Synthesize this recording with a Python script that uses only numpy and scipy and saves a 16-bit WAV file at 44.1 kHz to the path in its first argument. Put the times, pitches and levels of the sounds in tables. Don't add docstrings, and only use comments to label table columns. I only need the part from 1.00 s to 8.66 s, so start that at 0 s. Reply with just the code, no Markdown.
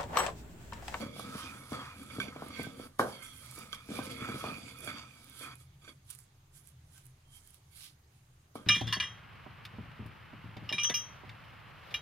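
import sys
import numpy as np
from scipy import signal
from scipy.io import wavfile
from scipy.ndimage import uniform_filter1d, map_coordinates

SR = 44100
rng = np.random.default_rng(int(sys.argv[2]) if len(sys.argv) > 2 else 0)


def master(y):
    cut = np.clip(np.atleast_2d(y).T, -1, 1)
    pcm = np.round(cut * 32767)
    wavfile.write(sys.argv[1], SR, pcm.astype(np.int16))


def undo_db(level):
    steps = np.asarray(level, float) / 20
    return 10 ** steps


N = 337806

# frequency in Hz, relative density in dB per Hz.
ROOM_SPECTRUM = [(30, -22), (110, -10.5), (190, -8.5), (364, -10), (589, -17.5), (646, -13.5), (683, -12),
                 (1050, -14.5), (3370, -18.5), (14600, -27.5), (16000, -44)]
# frequency in Hz, left minus right in dB.
ROOM_BALANCE = [(60, 0), (300, 0), (1300, 0), (2400, -3), (8000, -2), (15000, 0)]
# frequency in Hz, left-right correlation from -1 to 1.
ROOM_LIKENESS = [(60, .99), (130, .97), (290, .5), (640, .1), (15000, 0)]
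ROOM_DB = -72
# frequency in Hz, width of each of two resonators in Hz, level in dB.
WHIRR = [(6530, 300, -84)]

# time in seconds, level in dB.
RUMBLE_LEVEL = [(0.0, -54.5), (1.23, -59), (1.54, -67.5), (2.62, -57), (2.92, -63), (3.127, -53),
                (4.2, -62.5), (4.59, -56.5), (5.29, -63.5), (5.72, -59), (6.31, -62), (7.66, -63.5)]
# frequency in Hz, width in Hz, relative level in dB.
RUMBLE_MODES = [(81.7, 26, -1), (125.6, 19, 0.5)]
DRONE_HZ, DRONE_WIDTH_HZ, DRONE_DB = 24, 10, -73

# frequency in Hz, width in Hz, relative left and right levels in dB.
ROCKING_MODES = [(114, 37, -2.5, -1), (191, 36, 3, 4), (262, 28, 10, 6.5), (382, 24, -6, 2),
                 (393, 14.4, -3.5, -5.5), (467, 16, 4, -9), (515, 70, -8, -4), (620, 100, -4, -0.5),
                 (633, 131, -1, -5), (720, 92, -16.5, -18)]
# frequency in Hz, width in Hz, relative left and right levels in dB.
BOWL_MODES = [(1040, 40, -12.5, -18), (1097, 182, -1, -8), (1136, 28, -0.5, 2.5), (1264, 83, 8.5, 8),
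              (1323, 36, 4, -5), (1360, 590, -11, -6)]
# frequency in Hz, width in Hz, relative left and right levels in dB.
PESTLE_MODES = [(2208, 98, -10.5, 0.5), (2242, 43, -6.5, 2), (2332, 25, -7, -2.5),
                (2560, 780, -23.5, -20.5), (3348, 53, -5, 1.5), (3407, 250, -25, -5.5),
                (3736, 200, -32.5, -14), (4640, 120, -12, -7.5), (4420, 65, -19, -13),
                (5880, 29, -16.5, -13), (7050, 34, -25, -10)]
# frequency in Hz, width in Hz, relative left and right levels in dB.
WALL_MODES = [(1554, 15, -4, 4.5), (3170, 32, -8, -1.5), (5660, 11, -13.5, -15.5)]
RIM_HZ = 2400
# frequency in Hz, width in Hz, relative left and right levels in dB.
SQUEAK_MODES = [(2434, 66, -11, 0.5), (2450, 79, -24, -14.5)]
# time in seconds, contact pitch in Hz.
BOWL_PITCH = [(0.0, 1224), (0.34, 1266), (0.38, 1206), (0.56, 1293), (0.84, 1179), (1.23, 1328),
              (1.34, 1210), (1.41, 1279), (1.58, 1172), (1.91, 1318), (1.93, 1109), (2.18, 1306),
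              (2.52, 1225), (2.93, 1273), (2.98, 1180), (3.11, 1295), (3.34, 1294), (3.46, 1179),
              (3.57, 1267), (3.79, 1271), (3.88, 1365), (3.97, 1249), (4.46, 1306), (4.6, 1199)]
BOWL_FOLLOWS = .6
PESTLE_WANDER = .012
WANDER_DB = 2.5

# peak in seconds, fall in seconds, pestle singing in dB,
# bowl scrape over it in dB, weight on the floor over it in dB.
SWEEPS = [(0.01, 0.076, -50.5, 5, 9), (0.207, 0.63, -57, -5.5, 6), (0.357, 0.39, -66, 17, -13.5),
          (0.44, 0.38, -66.5, -25, -2), (0.736, 0.068, -52, 7.5, 11.5), (0.816, 0.12, -58.5, 15.5, -7),
          (1.006, 0.22, -62, 3.5, 5), (1.119, 0.1, -56, 3.5, 4.5), (1.225, 0.08, -50, -1, 4.5),
          (1.405, 0.78, -70.5, 16.5, 20.5), (1.553, 0.2, -52, -20, -30.9), (1.611, 0.045, -57, -2, 15.5),
          (1.804, 0.099, -57.5, -2.5, 9.5), (2.02, 0.048, -60, 8, 25.5), (2.07, 0.06, -61.5, 6, 15),
          (2.129, 0.11, -54.5, -7.5, -3), (2.24, 0.26, -57.5, -3.5, -10), (2.46, 0.26, -61, -2, -12),
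          (2.591, 0.13, -56, 2, 2.1), (2.75, 0.077, -55, 3.5, -6.5), (2.97, 0.19, -51, 4.5, 8),
          (3.12, 0.11, -52.5, -11, 1.5), (3.24, 0.22, -50, 3.5, 2.5), (3.31, 0.73, -65.5, 7.5, 12),
          (3.454, 0.11, -51, 6, 5.5), (3.619, 0.22, -56.5, -31, -18), (3.682, 0.078, -53.5, -4.5, -37),
          (3.844, 0.21, -55.5, -1.5, 3), (3.893, 0.053, -49.5, 8, -3), (3.93, 0.04, -55.5, 5.5, -4),
          (3.97, 0.071, -50.5, 2.5, -22), (4.03, 0.019, -59.5, 5, -18), (4.157, 0.072, -66, -0.5, -13),
          (4.341, 1, -62.5, -4, -4.5), (4.421, 0.058, -54.5, 1.5, -0.5), (4.465, 0.061, -55, 7.5, -3.5),
          (4.51, 0.049, -57, 4, -7), (4.61, 0.03, -57.5, 1, -17), (4.845, 0.044, -62, -3.5, -4.5),
          (4.89, 0.028, -54, -4.5, -2), (6.74, 0.1, -68.5, -22, -26), (7.575, 0.046, -72, 14.5, 18.5),
          (7.62, 0.08, -76.5, 8, 17)]
SWEEP_RISE_SHARE = 0.39
SWEEP_HISS_DB, SWEEP_WALL_DB, SWEEP_SQUEAK_DB, SWEEP_BOOM_DB = -19.5, -17.5, -19.5, -11
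# start in seconds, end in seconds.
LIFTS = [(1.871, 1.99), (4.54, 4.82), (4.93, 6.6)]
LIFT_DB, LIFT_S = -14, 0.0091
SWELL_DB, SWELL_BEND = 12, 1.4
SHUDDER_DB, SHUDDER_HZ, SHUDDER_GAIN_DB = -38, 415, 9.5
# peak in seconds, rise in seconds, fall in seconds,
# level in dB, upper rings over it in dB.
WALL_RUBS = [(0.0, 0.026, 0.068, -71, 3), (0.43, 0.049, 0.026, -51, 4.5), (0.82, 0.062, .06, -71, 6),
             (1.65, 0.084, 0.031, -54, 2), (1.832, 0.11, 0.019, -63, 7), (2.02, 0.015, 0.035, -40.5, -6),
             (2.25, 0.18, 0.2, -60.5, 4.5), (2.735, 0.014, .06, -65, 12), (3.02, 0.074, 0.057, -54, -5),
             (3.91, 0.037, 0.11, -58, 2.5), (4.44, 0.15, 0.047, -60, 1.5), (5.57, 0.051, 0.065, -76, 4),
             (5.98, 0.04, 0.045, -73, 3), (6.345, 0.069, 0.05, -77.5, 13), (6.43, 0.04, 0.04, -87, 10),
             (6.5, 0.04, 0.04, -83.5, 13), (7.57, 0.014, 0.13, -67.5, 2)]
# peak in seconds, rise in seconds, fall in seconds, level in dB.
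SQUEAKS = [(0.49, 0.061, 0.083, -51), (0.88, 0.091, 0.26, -63), (1.226, 0.011, 0.065, -53),
           (3.0, 0.15, 0.2, -52), (3.36, .12, 0.11, -55), (3.489, 0.09, 0.11, -45),
           (3.68, 0.025, 0.017, -54), (3.9, 0.18, 0.18, -54), (4.19, 0.11, 0.027, -69),
           (4.45, 0.022, 0.079, -49), (4.88, .05, 0.038, -64)]
# peak in seconds, rise in seconds, fall in seconds, level in dB.
OVERTONES = [(0.21, 0.041, 0.042, -55), (0.75, .03, 0.068, -56), (1.21, .01, 0.046, -69),
             (1.64, .05, 0.08, -57), (1.81, .02, .04, -61), (2.25, .03, 0.12, -61), (2.75, 0.013, .03, -52),
             (3.83, .02, .04, -56), (3.9, .015, .03, -53), (3.965, .01, .04, -58.5),
             (4.42, 0.055, 0.055, -56.5), (4.885, 0.0099, 0.034, -61), (7.575, .015, .04, -65)]

# peak in seconds, rise in seconds, fall in seconds,
# hiss level in dB, extra body near 4 kHz in dB.
SHEARS = [(0.004, 0.264, 0.088, -59.5, 9.5), (0.196, 0.052, 0.073, -55, 10), (0.293, 0.083, 0.33, -69, 17),
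          (0.409, 0.16, 0.12, -56, 9.5), (0.557, 0.31, 0.13, -63, -11), (0.732, 0.097, 0.075, -59, 8.5),
          (0.867, 0.11, 0.078, -65.5, 12), (1.023, 0.12, 0.14, -62.5, 6), (1.152, 0.047, 0.057, -57.5, 6.5),
          (1.2, 0.014, 0.069, -57, 9), (1.497, 0.29, 0.086, -64.5, 11.5), (1.597, 0.069, 0.11, -57, 9.5),
          (1.852, 0.12, 0.045, -61.5, 5.5), (1.993, 0.0042, 0.052, -45, 7.5),
          (2.084, 0.057, 0.13, -60, 8.5), (2.23, 0.0093, 0.064, -54.5, -11), (2.38, 0.36, 0.17, -62, 5),
          (2.481, 0.13, 0.4, -61.5, 6), (2.579, 0.11, 0.13, -59, -2), (2.745, 0.027, 0.017, -54, 9),
          (2.967, 0.096, 0.058, -53, 10), (3.051, 0.031, 0.038, -51.5, 10), (3.107, 0.02, 0.1, -56.5, 11),
          (3.272, 0.19, 0.17, -62, -6), (3.386, 0.059, 0.16, -56, 10.5), (3.571, 0.25, 0.23, -62.5, 5),
          (3.684, 0.03, 0.12, -63.5, 7), (3.798, 0.041, 0.11, -61.5, -10), (3.849, 0.03, 0.087, -55, -9),
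          (4.262, 0.34, 0.25, -66, 8), (4.433, 0.12, 0.048, -55, 3), (4.564, 0.042, 0.012, -73, -2),
          (4.613, 0.073, 0.037, -66, 6), (4.873, 0.06, 0.074, -69.5, -0.5), (5.106, 0.011, 0.011, -53, 1.5),
          (5.13, 0.053, 0.038, -58, 4.5), (5.191, 0.023, 0.058, -64, -16),
          (5.561, 0.03, 0.056, -60.5, -1.5), (5.68, 0.06, 0.053, -65.5, 2), (5.942, 0.068, 0.022, -66.5, 0),
          (5.98, 0.051, 0.06, -63, 4.5), (6.057, 0.028, 0.06, -70.5, -7.5),
          (6.355, 0.051, 0.067, -61.5, 1.5), (6.479, 0.071, 0.085, -66, 2.5),
          (6.543, 0.016, 0.049, -66, 7.5), (6.776, 0.049, 0.077, -59.5, 2.5),
          (6.848, 0.088, 0.054, -55.5, 10.5), (7.15, 0.051, 0.14, -78.5, 6), (7.341, 0.018, 0.012, -81, -3),
          (7.558, 0.0096, 0.039, -61, 10), (7.608, 0.021, 0.14, -72.5, 6)]
SHEAR_WALL_DB, SHEAR_PESTLE_DB, SHEAR_BOWL_DB = -22, -15, -18.5
# frequency in Hz, relative density in dB per Hz.
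HISS_SPECTRUM = [(590, -45.5), (1000, -16), (1320, -7.5), (1790, -5.5), (2250, -13), (2870, -4), (4620, -3),
                 (5900, 0), (9940, 1.5), (13500, -10), (16000, -17.5)]
# frequency in Hz, left minus right in dB.
HISS_BALANCE = [(1000, -16.5), (3000, -5.5), (6000, -3.5), (10000, -14.5), (16000, -11)]
CRACKLE_LOAD_DB = -61
# start in seconds, nominal peak in dB.
SMACKS = [(0.194, -38), (1.031, -43), (1.2014, -43), (1.4843, -41), (1.631, -33), (1.992, -38),
          (1.995, -36), (2.376, -54), (2.382, -52), (2.455, -46), (2.461, -39), (2.512, -38), (2.551, -42),
          (2.588, -37), (2.617, -52), (2.7295, -39.5), (2.8605, -44), (2.9412, -39), (3.0355, -45),
          (3.116, -34), (3.787, -40), (3.8052, -38), (3.847, -39), (4.244, -42.5), (4.2976, -41),
          (4.3929, -43), (4.5545, -39.5), (5.1024, -38), (5.104, -34.5), (5.107, -34), (5.111, -37.5),
          (5.15, -40), (5.156, -47), (5.1882, -34.5), (5.202, -45.5), (5.673, -43), (5.689, -50),
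          (5.9792, -43), (6.0553, -45.5), (6.0658, -42), (6.4738, -42), (6.5053, -45), (6.5436, -41.5),
          (7.555, -53.5)]
SMACK_T60_S = 0.0075
SMACK_AIR_HZ, SMACK_BODY_DB = 8500, -7
SNAP_DB, SNAP_LEFT_DB, SNAP_LOW_HZ = 0.5, -11.5, 2000

# start in seconds, then nominal levels in dB of jolt, rocking, bowl, pestle.
KNOCKS = [(0.024, -59, -45, -34, -53), (0.033, -46, -32, -56, -60), (0.06, -50, -26, -58, -68),
          (0.163, -35, -65, -48, -65), (0.183, -59, -34, -62, -64), (0.194, -30, -61, -32.5, -49),
          (0.206, -47, -44, -57, -57), (0.243, -63, -39, -39, -60), (0.288, -51, -32.5, -53, -63),
          (0.351, -36, -29, -33, -57), (0.554, -59, -46, -60, -67), (0.719, -29.5, -27, -54, -66),
          (0.96, -57, -44, -67, -68), (1.014, -53, -34.5, -59, -52), (1.099, -57, -41, -47, -48),
          (1.163, -47, -27.5, -58, -51), (1.184, -32.5, -23.5, -56, -59), (1.2, -46, -50, -30, -29),
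          (1.213, -55, -50, -50, -32.5), (1.282, -43, -31.5, -52, -44), (1.361, -31, -35, -48, -49),
          (1.421, -24.5, -34.5, -43, -60), (1.463, -42, -34, -51, -61), (1.503, -52, -34, -37, -49),
          (1.595, -29, -29.5, -49, -46), (1.613, -41, -35, -58, -60), (1.625, -54, -40.5, -58, -60),
          (1.668, -33, -32.5, -65, -63), (1.797, -34, -38, -57, -59.5), (1.834, -49, -37, -68, -53),
          (1.9945, -5.5, -27, -22, -38.5), (2.579, -42, -40.5, -62, -63), (2.7295, -42.5, -71, -29.5, -38),
          (2.889, -48, -29, -59, -50), (2.903, -36, -32, -52, -54), (2.913, -39, -26, -59, -49),
          (2.943, -48, -43, -43, -55), (2.989, -22, -30, -58, -53), (3.071, -45, -27.5, -53, -63),
          (3.218, -41, -26, -45, -57), (3.287, -31, -29, -45, -39.5), (3.296, -35, -31, -45, -48),
          (3.32, -46, -36, -55, -60), (3.343, -38, -30, -51, -63), (3.357, -38, -32, -44, -47),
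          (3.408, -57, -51, -34, -43), (3.44, -21, -32.5, -50, -58), (3.474, -36, -39, -51, -47),
          (3.52, -43, -32, -37, -53), (3.581, -46, -37, -71, -73), (3.827, -53, -44, -62, -64),
          (3.874, -35, -36, -37, -36), (4.41, -41, -71, -57, -43), (4.609, -56.5, -61, -60, -68),
          (4.847, -63, -59, -51, -56), (4.877, -45.5, -58, -52, -48), (7.5544, -27.5, -34, -33, -51),
          (7.594, -55, -46, -58, -66), (7.617, -55, -42, -60, -66)]
# delay in seconds, left gain, right gain.
ECHOES = [(0, 1.0, .55), (.0018, .3, .5), (.0027, .4, .5), (.0062, .15, .2), (.0098, .15, .1)]
# start in seconds, nominal peak in dB.
TAPS = [(0.163, -50), (2.617, -50), (2.7285, -24), (3.897, -49), (4.879, -47)]
PASTE_CUSHION_HZ = 1670
ROCKING_CONTACT_SHARE = 1.5
KNOCK_WALL_DB = 1
FLOOR_DB, FLOOR_T60_S = -21.5, 0.32
FLOOR_LOW_HZ, FLOOR_TILT_HZ, FLOOR_TOP_HZ = 297, 850, 1700
FLOOR_SOFT_LOSS = .3

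KITCHEN_T60_S, WALL_CUT_HZ = 0.39, 1300

# peak in seconds, rise in seconds, fall in seconds, level in dB.
CLIMBS = [(0.84, 0.068, 0.13, -58)]
CLIMB_HZ, CLIMB_WIDTH_HZ, CLIMB_OCTAVES_PER_S = 1860, 1000, 4.3

PORT_LAG = 6
PORT_HZ, PORT_WIDTH_HZ, PORT_DB = 9650, 850, -3
TOP_HZ = 15700


def rms_one(x):
    return x / np.sqrt(np.mean(x ** 2) + 1e-20)


def at_hz(points, hz):
    points = np.array(points)
    return np.interp(np.log(hz), np.log(points[:, 0]), points[:, 1])


def band(x, low_hz, high_hz):
    return signal.sosfilt(signal.butter(2, [low_hz, high_hz], "band", fs=SR, output="sos"), x)


def lowpass(x, order, cut_hz):
    return signal.sosfilt(signal.butter(order, cut_hz, fs=SR, output="sos"), x)


def drift(rate):
    r = np.exp(-80 * np.pi * rate / SR)
    slow = signal.lfilter([1], [1, -2 * r, r * r], rng.standard_normal(N // 40 + 2002))[2000:]
    return np.interp(np.arange(N) / 40, np.arange(len(slow)), rms_one(slow))


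def grit(per_s, spread_db):
    sizes = undo_db(spread_db * np.minimum(rng.exponential(1, N), 5)) * rng.choice([-1, 1], N)
    return rms_one(sizes * (rng.random(N) < per_s / SR))


def resonate(force, hz, width_hz):
    r = np.exp(-np.pi * width_hz / SR)
    numerator = [(1 - r * r) / 2, 0, (r * r - 1) / 2]
    denominator = [1, -2 * r * np.cos(2 * np.pi * hz / SR), r * r]
    return signal.lfilter(numerator, denominator, force + 1e-18)


def rubbed(modes, per_s, spread_db, wander_db, alike):
    shared, own = grit(per_s, spread_db), rng.standard_normal((2, N))
    alike = np.clip(alike, 0, 1)
    force = np.sqrt(alike) * shared + np.sqrt(1 - alike) * own * np.abs(shared)
    force = force / np.std(force)
    out = np.zeros((2, N))
    for k, (hz, width, left_db, right_db) in enumerate(modes):
        gain = undo_db(np.array([[left_db], [right_db]]) + wander_db * drift(5.0))
        out += (-1) ** k * gain * resonate(force, hz, width)
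    return out / np.std(out.mean(axis=0))


def glide(x, pitch):
    at = np.cumsum(pitch / pitch.mean()) - 1
    return np.array([map_coordinates(side, [at], order=3, mode="mirror") for side in x])


def struck(modes, peak_db, contact_s, damping, contact_hz, hits=KNOCKS):
    at, out = [round(row[0] * SR) for row in hits], np.zeros((2, N))
    scatter_db = 2.5 * rng.standard_normal((len(at), len(modes)))
    for k, (hz, width, left_db, right_db) in enumerate(modes):
        clicks = np.zeros(N)
        clicks[at] = undo_db(peak_db + scatter_db[:, k]) / (1 + (hz * contact_s) ** 2)
        clicks *= SR / (2 * np.pi * width * damping * np.sqrt(len(modes)))
        gain = undo_db(np.array([[left_db], [right_db]]))
        out += (-1) ** k * gain * resonate(clicks, hz, width * damping)
    return lowpass(out, 2, contact_hz)


def coloured(white, spectrum, balance, likeness, patchy_db):
    out, edges = 0, 20 * 2 ** np.arange(0, 9.8, .4)
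    for k, (low, high) in enumerate(zip(edges, edges[1:])):
        hz = np.sqrt(low * high)
        if hz > spectrum[0][0]:
            mid, side = band(white[k % 2], low, high)
            alike = np.clip(at_hz(likeness, hz), -1, 1)
            tilt_db = at_hz(balance, hz) * np.array([[.5], [-.5]])
            gain = undo_db(at_hz(spectrum, hz) + tilt_db + patchy_db * drift(8.6))
            out = out + gain * (np.sqrt(1 + alike) * mid + np.sqrt(1 - alike) * side * [[1], [-1]])
    return out / np.std(out.mean(axis=0))


def together(*levels):
    return np.sqrt(sum(level ** 2 for level in levels))


def swells(peak_s, rise_s, fall_s, peak_db):
    t = np.arange(0, N + 40, 40) / SR
    since = t - np.reshape(peak_s, (-1, 1))
    rising = -since / np.maximum(rise_s, .004)[:, None]
    falling = since / np.maximum(fall_s, .004)[:, None]
    u = np.where(since < 0, rising, falling)
    power = np.sum(undo_db(np.reshape(peak_db, (-1, 1)) - SWELL_DB * u ** SWELL_BEND) ** 2, axis=0)
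    return np.interp(np.arange(N) / SR, t, np.sqrt(power))


def sweeps():
    s, fall_s, rub_db, bowl_db, weight_db = np.transpose(SWEEPS)
    t = np.arange(N) / SR
    lifted = sum(np.clip(np.minimum(t - start, end - t) / LIFT_S, 0, 1) for start, end in LIFTS)
    return [undo_db(LIFT_DB * lifted) * swells(s, SWEEP_RISE_SHARE * fall_s, fall_s, rub_db + over_db)
            for over_db in (0, bowl_db, weight_db)]


def room_tone():
    white = rng.standard_normal((2, 2, N))
    tone = undo_db(ROOM_DB) * coloured(white, ROOM_SPECTRUM, ROOM_BALANCE, ROOM_LIKENESS, patchy_db=1.5)
    for hz, width, level_db in WHIRR:
        whirr = resonate(resonate(rng.standard_normal((2, N)), hz, width), hz, width)
        tone += undo_db(level_db) * rms_one(whirr)
    return tone


def rumble():
    white = rng.standard_normal(N)
    boom = sum(undo_db(level_db) * rms_one(resonate(white, hz, width)) for hz, width, level_db in RUMBLE_MODES)
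    boom = band(band(boom, 58, 160), 58, 160)
    drone = resonate(resonate(white, DRONE_HZ, DRONE_WIDTH_HZ), DRONE_HZ, DRONE_WIDTH_HZ)
    outside = undo_db(np.interp(np.arange(N) / SR, *np.transpose(RUMBLE_LEVEL)))
    floor = undo_db(SWEEP_BOOM_DB) * sweeps()[2]
    return undo_db(DRONE_DB) * rms_one(drone) + together(outside, floor) * rms_one(boom)


def grinding():
    rub, bowl, weight = sweeps()
    shear = swells(*np.transpose(SHEARS)[:4])

    rock = rubbed(ROCKING_MODES, per_s=500, spread_db=1.5, wander_db=WANDER_DB, alike=.8)
    heavy = weight ** 2 / (weight ** 2 + undo_db(SHUDDER_DB) ** 2)
    shudder = undo_db(SHUDDER_GAIN_DB) * band(rock, SHUDDER_HZ, 750)
    judder = weight * ((1 - heavy) * rock + heavy * shudder)

    bowl_hz = np.interp(np.arange(N) / SR, *np.transpose(BOWL_PITCH))
    bowl_ring = rubbed(BOWL_MODES, per_s=1500, spread_db=1.5, wander_db=WANDER_DB, alike=1.0)
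    bowl_level = together(bowl, undo_db(SHEAR_BOWL_DB) * shear)
    bowl_song = bowl_level * glide(bowl_ring, bowl_hz ** BOWL_FOLLOWS)

    s, rise_s, fall_s, wall_db, upper_db = np.transpose(WALL_RUBS)
    bed = together(undo_db(SWEEP_WALL_DB) * rub, undo_db(SHEAR_WALL_DB) * shear)
    low = together(swells(s, rise_s, fall_s, wall_db), bed)
    high = together(swells(s, rise_s, fall_s, wall_db + upper_db), bed)
    ring = undo_db(4.5) * rubbed(WALL_MODES, per_s=1100, spread_db=1.0, wander_db=WANDER_DB, alike=0.48)
    wall_song = low * band(ring, 600, RIM_HZ) + high * band(ring, RIM_HZ, 9000)

    third_ring = rubbed(PESTLE_MODES[4:7], per_s=1300, spread_db=0.0, wander_db=WANDER_DB, alike=0.4)
    overtones = swells(*np.transpose(OVERTONES)) * third_ring

    squeak_level = together(swells(*np.transpose(SQUEAKS)), undo_db(SWEEP_SQUEAK_DB) * rub)
    squeak = squeak_level * rubbed(SQUEAK_MODES, per_s=1500, spread_db=2.0, wander_db=WANDER_DB, alike=0.61)

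    pestle_ring = rubbed(PESTLE_MODES, per_s=1500, spread_db=1.5, wander_db=WANDER_DB, alike=0.36)
    pestle_level = together(rub, undo_db(SHEAR_PESTLE_DB) * shear)
    pestle_song = pestle_level * glide(pestle_ring, 1 + PESTLE_WANDER * drift(3.0))
    return judder + bowl_song + wall_song + overtones + squeak + pestle_song


def paste():
    peak_s, rise_s, fall_s, hiss_db, body_db = np.transpose(SHEARS)
    rub = sweeps()[0]
    bed = undo_db(SWEEP_HISS_DB) * rub + 1e-9
    level = together(swells(peak_s, rise_s, fall_s, hiss_db), bed)
    body_level = together(swells(peak_s, rise_s, fall_s, hiss_db + body_db), bed)

    smack, snap, t = np.zeros(N), np.zeros(N), np.arange(SR // 4) / SR
    for s, peak_db in SMACKS:
        tail = smack[round(s * SR):][:len(t)]
        burst = undo_db(peak_db - 6 - 60 * t / SMACK_T60_S) * np.minimum(t / .0003, 1)
        tail += burst[:len(tail)]
        snap[round(s * SR)] = undo_db(peak_db + SNAP_DB)

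    load = rub / together(rub, undo_db(CRACKLE_LOAD_DB))
    crackle = load * uniform_filter1d(np.abs(grit(150, spread_db=-1.0)), size=9)
    grains = 0.51 + 0.46 * np.abs(grit(2500, spread_db=0.0)) + 0.15 * crackle
    white = grains * rng.standard_normal((2, 2, N))
    likeness = [(1000, 0.58), (16000, 0.078)]   # Hz, left-right correlation
    hiss = coloured(white, HISS_SPECTRUM, HISS_BALANCE, likeness, patchy_db=1.8)
    hiss = hiss / np.std(band(hiss.mean(axis=0), 6000, 14000))

    body = (body_level - level) * band(hiss, 2000, 5300)
    bursts = smack * (undo_db(SMACK_BODY_DB) * hiss + band(hiss, SMACK_AIR_HZ, 19000))
    clicks = undo_db([[SNAP_LEFT_DB], [0]]) * band(snap, SNAP_LOW_HZ, 15000)
    return level * hiss + body + bursts + clicks


def knocks():
    s, jolt_db, thud_db, bowl_db, crack_db = np.transpose(KNOCKS)
    contact_s = .0014 * undo_db(-.22 * (jolt_db + 12))
    pulse, t = np.zeros(N), np.arange(SR // 50) / SR
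    for start, peak_db, length in zip(s, jolt_db, contact_s):
        u = (t - length / 2) * 6 / length
        push = undo_db(peak_db - 2) * (1 - u * u) * np.exp(-u * u / 2)
        piece = pulse[round(start * SR):][:len(t)]
        piece += push[:len(piece)]
    pulse = lowpass(pulse, 4, PASTE_CUSHION_HZ)
    direct = sum(np.array([[left], [right]]) * np.roll(pulse, round(lag * SR)) for lag, left, right in ECHOES)

    rocking_s = ROCKING_CONTACT_SHARE * contact_s
    tap_db = np.transpose(TAPS)[1]
    rings = (struck(ROCKING_MODES, thud_db + 3, rocking_s, damping=1.4, contact_hz=1000)
             + struck(BOWL_MODES, bowl_db, 0, damping=1.6, contact_hz=1600)
             + struck(WALL_MODES, crack_db + KNOCK_WALL_DB, 0, damping=3.3, contact_hz=3093)
             + struck(PESTLE_MODES, crack_db + 8.0, 0, damping=0.84, contact_hz=5160)
             + struck(PESTLE_MODES[4:], tap_db + 9, 0, damping=2.2, contact_hz=4600, hits=TAPS))
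    rings = np.roll(rings, round(.0005 * SR), axis=1)

    jolts = np.zeros(N)
    soft_loss_db = FLOOR_SOFT_LOSS * (jolt_db - jolt_db.max())
    jolts[((s + .004) * SR).astype(int)] = undo_db(jolt_db + FLOOR_DB + soft_loss_db)
    dying = signal.lfilter([1], [1, -undo_db(-60 / (FLOOR_T60_S * SR))], jolts)
    shared, left, right = rng.standard_normal((3, N))
    dense = lowpass(shared + 0.6 * np.array([left, right]), 8, FLOOR_TOP_HZ)
    tilt = signal.butter(1, [FLOOR_LOW_HZ, FLOOR_TILT_HZ], "band", fs=SR, output="sos")
    return direct + dying * rms_one(signal.sosfilt(tilt, dense)) + rings


def kitchen(x):
    out, dull = np.zeros((2, N)), np.exp(-2 * np.pi * WALL_CUT_HZ / SR)
    for k, lag in enumerate((np.geomspace(.009, .037, 16) * SR).astype(int)):
        loop, gain, state = x.copy(), undo_db(-60 * lag / SR / KITCHEN_T60_S), [0.]
        for i in range(lag, N, lag):
            back, state = signal.lfilter([gain * (1 - dull)], [1, -dull], loop[i - lag:i], zi=state)
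            loop[i:i + lag] += back[:N - i]
        out[k % 2] += (loop - x) * (-1) ** (k // 2)
    return out


def climbs():
    out = np.zeros(N)
    for row in CLIMBS:
        octaves = CLIMB_OCTAVES_PER_S * (np.arange(N) / SR - row[0])
        pitch = 2 ** np.clip(octaves, -.5, .5)
        pitch[-N // 2:] = 2 - pitch[:-N // 2].mean()
        noise = grit(2000, spread_db=5.0)
        for _ in range(2):
            noise = resonate(noise, CLIMB_HZ, CLIMB_WIDTH_HZ)
        out += swells(*np.transpose([row])) * glide([rms_one(noise)], pitch)[0]
    return out


def scene():
    blows, near = knocks(), grinding() + climbs() + paste()
    wet = kitchen(undo_db(-19.5) * blows.mean(axis=0) + undo_db(-16.5) * near.mean(axis=0))
    mortar = blows + near
    port_ring = undo_db(PORT_DB) * resonate(mortar[1], PORT_HZ, PORT_WIDTH_HZ)
    mortar[1] = np.roll(mortar[1] + port_ring, PORT_LAG)
    return mortar + wet + room_tone() + rumble()


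def roll_off(x):
    return signal.sosfilt(signal.butter(12, 16510, fs=SR, output="sos"), x)


def record(dry):
    dry = lowpass(dry, 6, TOP_HZ)
    highpass = signal.butter(1, 300, "high", fs=SR, output="sos")
    side = signal.sosfilt(highpass, (dry[0] - dry[1]) / 2)
    mix = dry.mean(axis=0) + side * [[1], [-1]]
    return roll_off(mix)


dry = scene()
out = record(dry)
master(out)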